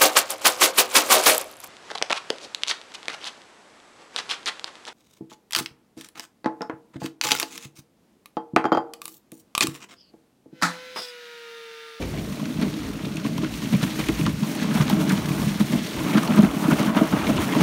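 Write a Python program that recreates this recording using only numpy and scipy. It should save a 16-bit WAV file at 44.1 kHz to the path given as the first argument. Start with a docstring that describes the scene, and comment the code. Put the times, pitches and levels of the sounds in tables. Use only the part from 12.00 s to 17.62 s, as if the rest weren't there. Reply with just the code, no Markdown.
"""Sled ride on packed snow

A wooden sled slides over packed snow in open ground, heard dry, with no echo, by a phone the rider holds.
Ridges and hard drifts shake and knock the frame: grains and short blows ring its resonances.
Crust crunches, ticks and snaps, and crystals grind, hiss and spray: filtered grains and bursts of noise.
The headwind buffets the microphone port: low noise with an uneven level.
"""
import sys
import numpy as np
from scipy import signal
from scipy.fft import rfft, irfft, next_fast_len
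from scipy.io import wavfile
from scipy.ndimage import uniform_filter1d

SR = 44100
rng = np.random.default_rng(int(sys.argv[2]) if len(sys.argv) > 2 else 0)


def file_out(sig):
    """Save sig as 16-bit WAV at sys.argv[1]."""
    # one column per channel
    cols = np.atleast_2d(sig).T
    # limit, then scale
    lim = np.clip(cols, -1, 1)
    pcm = np.round(lim * 32767).astype(np.int16)
    wavfile.write(sys.argv[1], SR, pcm)


N = 247842

# Table levels are relative: each layer adds its own trim.
# resonances of the wooden frame [f/Hz, width/Hz, level/dB]
FRAME_MODES = [(154.4, 25.3, -5.5), (204.6, 28.1, -1), (260.7, 49.4, -5), (319.7, 29.6, -5.5),
               (425.6, 30, -15.5), (629.4, 59, -18), (140.6, 11.3, -16), (76.5, 45, -35.5)]
# glide between drifts [t/s, shaking level/dB, grind level/dB, hiss level/dB, spray level/dB,
# lean of the shaking toward low modes/(dB per octave)]
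GLIDE = [(0.0, -34.5, -41.5, -43.5, -48, 5.5), (0.27, -32.5, -44, -43, -48, -1),
         (0.69, -27, -42.5, -41, -47.5, 2.5), (0.97, -32.5, -42, -42.5, -47.5, 0.5),
         (1.31, -25.5, -43.5, -42, -52, 1), (1.55, -30.5, -42.5, -38, -45, 2),
         (1.9, -27, -38, -37.5, -42, 3), (2.14, -37, -40.5, -37, -41, -0.5),
         (2.34, -30, -43.5, -41, -46, 9), (2.5, -25.5, -37, -37.5, -39, -1),
         (2.7, -23.5, -32.5, -37.5, -59, 1), (3.24, -25, -34.5, -38, -41, 0.5),
         (3.42, -24, -34, -38, -38, 0.5), (3.56, -27.5, -36.5, -38.5, -44.5, 6.5),
         (3.9, -30.5, -40, -35, -42.5, -2.5), (4.12, -21.5, -28.5, -40, -40.5, 1.5),
         (4.5, -25.5, -31.5, -42, -43.5, -0.5), (4.7, -27, -29, -42, -38, 0),
         (4.82, -28, -27.5, -38, -43, -1.5), (4.93, -27, -35, -47, -52, -2),
         (5.05, -22, -27.5, -37, -44, -4), (5.11, -38, -34, -43, -42.5, 1),
         (5.17, -32, -27.5, -37.5, -42.5, -1.5), (5.35, -25, -28.5, -38, -41, -2.5),
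         (5.62, -26.5, -28, -38, -40.5, 0)]
# hard drifts the runners plough through [t of the crest/s, length/s, shaking level/dB, grind level/dB,
# hiss level/dB, spray level/dB]
DRIFTS = [(0.022, 0.022, -44, -52, -37.5, -61), (0.46, 0.015, -24, -55, -55, -61),
          (0.624, 0.03, -17, -32, -35.5, -51), (1.062, 0.0092, -26, -49, -50, -58),
          (1.263, 0.025, -25, -38, -34.5, -44), (1.434, 0.02, -14.5, -29.5, -37, -56),
          (1.631, 0.03, -23, -49, -40, -46), (1.734, 0.016, -17.5, -28, -42, -40),
          (1.83, 0.018, -17.5, -24.5, -24.5, -37), (1.994, 0.017, -17, -27, -28.5, -48),
          (2.089, 0.013, -17, -23.5, -48, -53), (2.19, 0.034, -21, -31, -39, -42),
          (2.267, 0.026, -13, -46, -35.5, -54), (2.435, 0.013, -35, -31.5, -35, -54),
          (2.62, 0.063, -30, -45, -31, -44), (2.771, 0.085, -22.5, -26.5, -37, -38),
          (2.811, 0.017, -16, -28, -31, -37), (2.904, 0.034, -19, -26.5, -30.5, -41),
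          (3.01, 0.025, -14, -35, -52, -37.5), (3.112, 0.035, -17.5, -24, -36, -37),
          (3.174, 0.012, -35, -43, -33, -50), (3.484, 0.031, -25, -40, -33, -39),
          (3.606, 0.018, -14, -26, -30, -37.5), (3.73, 0.034, -15, -28, -38, -39),
          (4.062, 0.065, -22.5, -30, -42, -39.5), (4.176, 0.023, -19, -22, -32, -48),
          (4.307, 0.03, -17.5, -22, -47, -52), (4.378, 0.031, -13, -20.5, -35, -40),
          (4.434, 0.024, -17, -21.5, -44, -39), (4.644, 0.027, -18, -22, -41, -47),
          (4.713, 0.02, -12, -16, -41, -36.5), (4.796, 0.029, -16, -23.5, -31, -37.5),
          (4.859, 0.033, -21.5, -28, -40, -39.5), (4.968, 0.05, -19, -20.5, -53, -38.5),
          (5.138, 0.072, -20, -29, -41, -51), (5.294, 0.03, -16, -28, -41, -38),
          (5.411, 0.024, -23, -29, -45, -39.5), (5.61, 0.089, -15, -20.5, -29, -38)]
# how each layer swells in a drift [lag/s, rise and fall time constants as shares of the drift length]
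SHAKE_SWELL = (0.0073, 0.41, 0.55)
GRIND_SWELL = (0.00077, 0.15, 0.39)
HISS_SWELL = (0.001, 0.25, 0.34)
SPRAY_SWELL = (.001, 0.42, 0.93)
# tone of the crushing crystals, coarse to fine [f/Hz, level/dB]
GRIND_TONE = [(300, 4.5), (500, -2), (1000, 5.5), (1400, 3.5), (1750, -3), (2200, 0), (3500, -3),
              (6000, -72), (12000, -89)]
HISS_TONE = [(800, -17), (2000, -4.5), (4000, -2), (6500, -4.5), (9000, -9), (14000, -31)]
SPRAY_TONE = [(4000, -0.5), (7000, 1), (9500, 0), (12000, -3), (16000, -5)]
# tone of the wind at the port [f/Hz, level/dB]
WIND_TONE = [(18, -36), (35, -12), (55, 3), (80, -4.5), (115, 0.5), (170, -9.5), (400, -10), (800, -28),
             (1500, -56)]
# headwind strength [t/s, level/dB]
GUSTS = [(0.0, -23.5), (0.03, -27), (0.22, -33.5), (0.5, -59), (0.61, -33.5), (1.19, -45), (1.33, -40),
         (1.71, -41), (1.74, -44), (1.97, -37), (2.07, -32), (2.11, -24.5), (2.19, -40), (2.25, -29),
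         (2.36, -31), (2.46, -65), (2.82, -35), (2.9, -42), (3.66, -38.5), (3.71, -49), (3.76, -36),
         (3.9, -58), (3.97, -37), (4.12, -47), (4.49, -37), (4.59, -56), (4.66, -38), (5.12, -48),
         (5.23, -35), (5.42, -26), (5.53, -71), (5.62, -32)]
# crust breaking under a runner [t/s, level/dB, centre f/Hz, decay by 60 dB/s]
CRUNCHES = [(0.008, -25.5, 560, 0.24), (0.016, -25.5, 2320, 0.14), (0.135, -28, 625, 0.29),
            (0.396, -23, 970, 0.061), (0.454, -25, 1450, 0.021), (0.6184, -18, 1410, 0.065),
            (1.051, -19, 2580, 0.035), (1.168, -17.5, 2620, 0.037), (1.2475, -17.5, 1110, 0.04),
            (1.38, -16, 1100, 0.031), (1.4232, -26, 1200, 0.029), (1.4443, -15.5, 1470, 0.043),
            (1.62, -19.5, 1070, 0.039), (1.7315, -19.5, 2240, 0.079), (1.748, -18, 2290, 0.054),
            (1.8103, -19, 1390, 0.049), (1.83, -13, 1120, 0.018), (1.908, -21, 3200, 0.048),
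            (1.996, -17.5, 2200, 0.055), (2.0664, -17, 2300, 0.043), (2.0855, -11.5, 2150, 0.033),
            (2.19, -20, 2600, 0.041), (2.2103, -16.5, 2540, 0.027), (2.252, -19, 1990, 0.05),
            (2.2636, -7, 1070, 0.049), (2.617, -20, 1680, 0.044), (2.709, -21, 1340, 0.081),
            (2.75, -17, 1330, 0.05), (2.772, -17, 1560, 0.063), (2.8, -19, 1000, 0.089),
            (2.88, -10, 1180, 0.019), (2.8986, -9, 865, 0.038), (3.081, -26, 2470, 0.028),
            (3.097, -11, 1650, 0.084), (3.176, -12, 1420, 0.026), (3.428, -19, 1120, 0.06),
            (3.7202, -21, 2100, 0.082), (3.7326, -16, 920, 0.029), (4.066, -25, 2700, 0.04),
            (4.107, -17, 2200, 0.042), (4.136, -13, 2200, 0.037), (4.146, -12, 1290, 0.066),
            (4.1727, -10, 1300, 0.071), (4.2299, -12, 1150, 0.068), (4.2756, -11.5, 900, 0.051),
            (4.3064, -20, 1130, 0.042), (4.339, -18.5, 1260, 0.15), (4.3777, -18, 1270, 0.027),
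            (4.39, -11, 1130, 0.049), (4.432, -15.5, 1330, 0.074), (4.445, -24, 1200, 0.05),
            (4.459, -22, 2800, 0.04), (4.638, -23, 1410, 0.058), (4.683, -21, 1500, 0.04),
            (4.7148, -22, 1460, 0.048), (4.731, -11, 1670, 0.035), (4.788, -21, 1170, 0.055),
            (4.803, -20, 1310, 0.033), (4.831, -10.5, 1170, 0.036), (4.8766, -18, 1090, 0.28),
            (4.9469, -17.5, 947, 0.2), (4.9685, -15, 1460, 0.083), (4.9737, -13, 1240, 0.16),
            (5.124, -15.5, 1180, 0.13), (5.218, -23, 1160, 0.057), (5.2678, -12, 2110, 0.056),
            (5.2953, -14, 1260, 0.029), (5.3667, -19.5, 2880, 0.066), (5.379, -10.5, 990, 0.051),
            (5.3993, -23, 1010, 0.061), (5.523, -14, 2050, 0.072), (5.5501, -11.5, 945, 0.082)]
# bright ticks of ice [t/s, level/dB, centre f/Hz]
TICKS = [(0.027, -30, 2780), (0.174, -27, 2200), (0.195, -29, 2700), (0.456, -27.5, 3000),
         (0.613, -28, 6930), (0.739, -27, 2960), (1.055, -30, 5000), (1.1568, -31, 6520),
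         (1.169, -27.5, 5930), (1.198, -36, 2900), (1.249, -33, 2500), (1.379, -25.5, 6440),
         (1.423, -38, 2800), (1.539, -23.5, 2900), (1.7325, -34, 5850), (1.8297, -28, 5530),
         (1.994, -28, 6400), (2.0854, -24, 6890), (2.264, -26, 6100), (2.5505, -27, 9690),
         (2.6165, -31, 5900), (2.631, -29, 11000), (2.742, -25, 5780), (2.7506, -27, 9430),
         (2.897, -19.5, 9180), (3.012, -27, 5500), (3.085, -34, 6000), (3.093, -19, 5650),
         (3.1197, -21.5, 8260), (3.261, -31, 6900), (3.486, -30, 5560), (3.5972, -31, 6220),
         (4.1719, -30, 6370), (4.232, -22, 6200), (4.276, -23, 3800), (4.3375, -30, 6280),
         (4.3475, -29, 5590), (4.359, -24, 9880), (4.4214, -26, 6740), (4.6344, -23, 12730),
         (4.707, -32, 2500), (4.7925, -33, 5690), (4.829, -25, 6700), (5.123, -41, 2500),
         (5.277, -27, 3000), (5.2949, -32, 5750), (5.3652, -26, 5640)]
# knocks of the frame on ridges [t/s, level/dB, f favoured by the place of the blow/Hz]
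KNOCKS = [(0.031, -18, 171), (0.135, -15.5, 148), (0.182, -14.5, 228), (0.338, -14.5, 230),
          (0.456, -15.5, 218), (0.558, -14, 142), (0.62, -6.5, 217), (0.738, -17, 207), (1.06, -11.5, 190),
          (1.175, -11, 148), (1.247, -8, 250), (1.386, -12, 157), (1.428, -7, 317), (1.443, -18, 196),
          (1.619, -14, 193), (1.733, -0.5, 180), (1.749, -1.5, 164), (1.827, -5.5, 144), (1.88, -20, 165),
          (1.998, -32, 197), (2.085, -1.5, 316), (2.09, -5.5, 80), (2.106, -11, 186), (2.192, -7, 320),
          (2.21, -4, 145), (2.235, -8.5, 149), (2.258, -3, 80), (2.266, -13, 190), (2.295, -26, 177),
          (2.338, -18, 203), (2.42, -1.5, 180), (2.506, -11.5, 241), (2.618, -8.5, 209), (2.715, -11, 262),
          (2.748, -0.5, 200), (2.799, 0.5, 162), (2.901, -23, 208), (2.926, -1.5, 198), (2.993, -15, 206),
          (3.012, -29, 261), (3.04, -8, 232), (3.101, -4.5, 296), (3.123, -4, 179), (3.18, -8, 203),
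          (3.305, -7.5, 160), (3.435, -6.5, 149), (3.466, -8, 148), (3.611, -2.5, 190), (3.731, -3, 245),
          (3.971, -5, 78), (4.01, -16, 243), (4.055, -12, 193), (4.149, 2.5, 200), (4.172, -0.5, 220),
          (4.302, -3.5, 210), (4.387, 9, 199), (4.423, 0.5, 209), (4.561, -9, 178), (4.646, -2.5, 182),
          (4.679, 1.5, 278), (4.72, 3, 196), (4.796, -3.5, 260), (4.872, -2.5, 217), (4.963, -2, 237),
          (5.018, -6, 211), (5.128, 2.5, 212), (5.29, -4, 262), (5.331, -3, 78), (5.4, -22, 185),
          (5.521, -8, 280)]
# hard contacts of a runner on ice [t/s, level/dB, ring f/Hz]
SNAPS = [(0.4572, -19, 1460), (0.6165, -25, 1040), (1.0564, -24, 2550), (1.1708, -23, 2790),
         (1.1982, -26, 1360), (1.2515, -25, 1170), (1.381, -16, 1120), (1.426, -24, 912),
         (1.6216, -21, 1060), (1.7354, -18, 1200), (1.7488, -18, 2140), (1.831, -15, 1080),
         (1.9952, -17, 2800), (2.0002, -17, 1400), (2.0867, -10, 2400), (2.0924, -17, 2190),
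         (2.2131, -19, 2560), (2.2653, -5, 1090), (2.6179, -19, 1710), (2.9008, -15, 902),
         (3.0983, -16, 1730), (3.1792, -10, 1380), (3.7333, -17, 953), (4.3066, -18, 1080),
         (4.6413, -21, 1970), (4.7079, -17, 1360), (4.7165, -16, 1530), (4.9679, -14, 1410),
         (4.9776, -12, 1290), (5.1256, -20, 1170), (5.2727, -18, 2130), (5.4007, -18, 1020)]
# dips of the port and its case [f/Hz, width/Hz, level/dB]
PORT_DIPS = [(4920, 480, -4), (7660, 1860, -4), (10400, 530, -6)]


def undb(db):
    """Decibels to gain."""
    return 10 ** (np.asarray(db) / 20)


def unit(x):
    """Scale to rms 1."""
    return x / np.sqrt(np.mean(x ** 2))


def resonate(x, hz, width_hz):
    """Two-pole resonance, gain 1 at the centre."""
    return signal.lfilter(*signal.iirpeak(hz, hz / width_hz, SR), x)


def colour(x, points):
    """Equalise a sound along (f/Hz, level/dB) points joined on a log pitch axis."""
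    hz, db = np.transpose(points)
    size = next_fast_len(N)
    bins_hz = np.maximum(np.arange(size // 2 + 1) * SR / size, 1)
    gain = undb(np.interp(np.log(bins_hz), np.log(hz), db))
    return irfft(rfft(x, size) * gain, size)[:N]


def walk(rate):
    """Wandering control of rms 1: random levels held 1 / rate s, then smoothed twice."""
    k = max(int(SR / rate), 1)
    held = np.repeat(rng.standard_normal(N // k + 1), k)[:N]
    return unit(uniform_filter1d(uniform_filter1d(held, k), k))


def curves(table):
    """Columns of a table joined by straight lines in time."""
    s, *columns = np.transpose(table)
    return [np.interp(np.arange(N) / SR, s, column) for column in columns]


def swell(floor_db, crest_db, law):
    """Level in dB: the power of the glide plus a swell that builds up and dies around each drift crest."""
    lag_s, rise, fall = law
    power, t = undb(floor_db) ** 2, np.arange(N) / SR
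    for (s, length_s, *_), db in zip(DRIFTS, crest_db):
        near = slice(max(int((s - .3) * SR), 0), int((s + .3) * SR))
        late = (t[near] - s - lag_s) / max(length_s, .004)  # in drift lengths
        power[near] += undb(db) ** 2 * np.exp(np.minimum(late / rise, -late / fall))
    return 10 * np.log10(power)


def grains(rate, spread_db, tail_s, steady):
    """Noise in random grains (rate per second, sudden start, short tail, some larger) over a steady share."""
    sizes = undb(spread_db * np.minimum(rng.exponential(size=N), 3))
    starts = (rng.random(N) < rate / SR) * sizes
    shape = signal.lfilter([1], [1, -np.exp(-1 / (tail_s * SR))], starts)
    return (unit(shape) + steady) * rng.standard_normal(N)


def grit(low_hz, count, rate, spread_db, cycles, steady):
    """Lumps of each size break on their own: narrow bands whose separate grains last some cycles."""
    centres_hz = low_hz * 2 ** (np.arange(count) / 4)
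    bands = 0
    for hz in centres_hz:
        band = resonate(grains(rate, spread_db, cycles / hz, steady), hz, hz / 5)
        bands = bands + band / np.sqrt(hz)  # evens out the wider high bands
    return bands


def bursts(table, width, rise_s, gain_db):
    """Each row is a dying burst of noise around its centre; width is a share of the centre."""
    out = np.zeros(N + SR)
    t = np.arange(SR // 4) / SR
    for s, db, hz, t60 in table:
        noise = rng.standard_normal(len(t))
        splinters = noise * np.abs(noise)  # a few large grains among many small
        band = resonate(resonate(splinters, hz, width * hz), hz, 2 * width * hz)
        shape = (1 - np.exp(-t / rise_s)) * np.exp(-np.log(1000) * t / max(t60, .005))
        burst = shape * band
        even = np.sqrt(np.sum(shape ** 2) / np.sum(burst ** 2))  # same energy whatever the draw
        at = int(s * SR)
        out[at:at + len(t)] += burst * even * undb(db + gain_db)
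    return out[:N]


def frame_shaking(shake_db, lean_db):
    """Small ridges shake the frame without pause and sound its modes."""
    ridges = grains(110, 2.6, .003, 1.6)
    shaking = 0
    for k, (hz, width_hz, db) in enumerate(FRAME_MODES):
        # the load shifts from slat to slat, so each mode swells on its own
        mode_db = db + 0.83 * walk(6.16) - lean_db * np.log2(hz / FRAME_MODES[1][0])
        shaking = shaking + (-1) ** k * undb(mode_db) * resonate(ridges, hz, width_hz)
    return unit(shaking) * undb(shake_db - 0.5)


def snow(grind_db, hiss_db, spray_db):
    """Crystals crush in dense grains, finer in the treble; rough patches lift all three layers together."""
    patches = walk(45)
    grind = unit(colour(grit(317.5, count=15, rate=50, spread_db=3.0, cycles=10.5, steady=0.88), GRIND_TONE))
    hiss = unit(colour(grit(1180, count=14, rate=54, spread_db=5.5, cycles=18.0, steady=2.0), HISS_TONE))
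    spray = unit(colour(grains(960, 1.8, 0.0029, 1.0), SPRAY_TONE))
    return (grind * undb(grind_db - 3.0 + 0.27 * patches + 0.081 * walk(24.2))
            + hiss * undb(hiss_db - 2.37 + 0.18 * patches + .5 * walk(25.4))
            + spray * undb(spray_db + 1.5 + 1.0 * patches + 0.58 * walk(24.6)))


def crackle(grind_db, hiss_db):
    """Single crystals snap: fine, wide clicks that follow the hiss, coarser ones that follow the grinding."""
    fine = resonate(resonate(grains(140, 2.9, 0.0034, 0), 2070, 2200), 2360, 4800)
    coarse = resonate(resonate(grains(220, 2.7, 0.0012, 0), 1140, 1360), 1430, 3000)
    return unit(fine) * undb(hiss_db - 6.0) + unit(coarse) * undb(grind_db - 9.5)


def wind(gust_db):
    """Eddies roll over the port in uneven puffs of low noise."""
    return unit(colour(rng.standard_normal(N), WIND_TONE)) * undb(gust_db + 2.26 * walk(17))


def crunches():
    """Hollow breaks of crust: a dry crack, a broad break and its narrower ring start together."""
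    cracks = [(s, db, 3200., .011) for s, db, hz, t60 in CRUNCHES]
    broad = bursts(CRUNCHES, 0.79, 0.0013, -12.5)
    ring = bursts(CRUNCHES, 0.12, 0.0021, -11.5)
    return broad + ring + bursts(cracks, 0.41, .0002, -12.0)


def ice_ticks():
    """Short bright ticks of ice: sharp noise bursts that fall 60 dB in 22 ms."""
    ticks = [(s, db, hz, 0.022) for s, db, hz in TICKS]
    return bursts(ticks, 0.87, .0002, -4.0)


def frame_knocks():
    """Large ridges knock the frame: each blow rings most the modes near its favoured pitch."""
    s, peak_db, favoured_hz = np.transpose(KNOCKS)
    push = np.hanning(int(0.0016 * SR))  # soft contact: the blow lasts milliseconds
    # the phone passes lows a little later than highs: knocks sound 2.4 ms after their table time
    at = np.minimum(((s + 0.0024) * SR).astype(int), N - 1)
    knocks = 0
    for k, (hz, width_hz, db) in enumerate(FRAME_MODES):
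        blows = np.zeros(N)
        blows[at] = undb(peak_db + 0.49 * db - 88 * np.log2(hz / favoured_hz) ** 2)
        knocks = knocks + (-1) ** k * resonate(np.convolve(blows, push)[:N], hz, width_hz)
    return undb(13.0) * knocks


def snaps():
    """A runner hits ice: one hard blow gives a wide click and a short ring."""
    out = np.zeros(N + SR)
    blow = signal.unit_impulse(SR // 20)
    click = resonate(resonate(blow, 2600, 5200), 2400, 6000)
    for s, db, hz in SNAPS:
        ring = resonate(blow, hz, 0.18 * hz)
        snap = undb(3) * click + undb(14) * ring
        at = int(s * SR)
        out[at:at + len(blow)] += snap * undb(db)
    return out[:N]


def scene():
    """Mix frame, snow and wind at the phone."""
    *floors_db, lean_db = curves(GLIDE)
    laws = SHAKE_SWELL, GRIND_SWELL, HISS_SWELL, SPRAY_SWELL
    shake_db, grind_db, hiss_db, spray_db = map(swell, floors_db, np.transpose(DRIFTS)[2:], laws)
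    # the shaking leans toward the pitch of the nearest knocks
    octaves_below, = curves([(s, np.log2(FRAME_MODES[1][0] / hz)) for s, db, hz in KNOCKS])
    lean_db = lean_db + 0.5 * np.minimum(octaves_below, .5)
    sled = frame_shaking(shake_db, lean_db) + frame_knocks()
    crushing = snow(grind_db, hiss_db, spray_db) + crackle(grind_db, hiss_db)
    breaking = crunches() + ice_ticks() + snaps()
    return (sled + crushing + breaking + wind(*curves(GUSTS)))[None]


def record(dry):
    """The port and its case dip at three pitches; deep bass is cut, loud peaks rounded, the top cut."""
    for hz, width_hz, db in PORT_DIPS:
        dry = dry - (1 - undb(db)) * resonate(dry, hz, width_hz)
    thin = signal.sosfilt(signal.butter(2, 45, "high", fs=SR, output="sos"), dry)
    rounded = 0.92 * thin / (1 + (thin / 0.8) ** 4) ** .25
    top_cut = signal.ellip(12, .2, 80, 15730, fs=SR, output="sos")  # steep, above 15.73 kHz
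    return signal.sosfilt(top_cut, rounded)


dry = scene()
out = record(dry)
file_out(out)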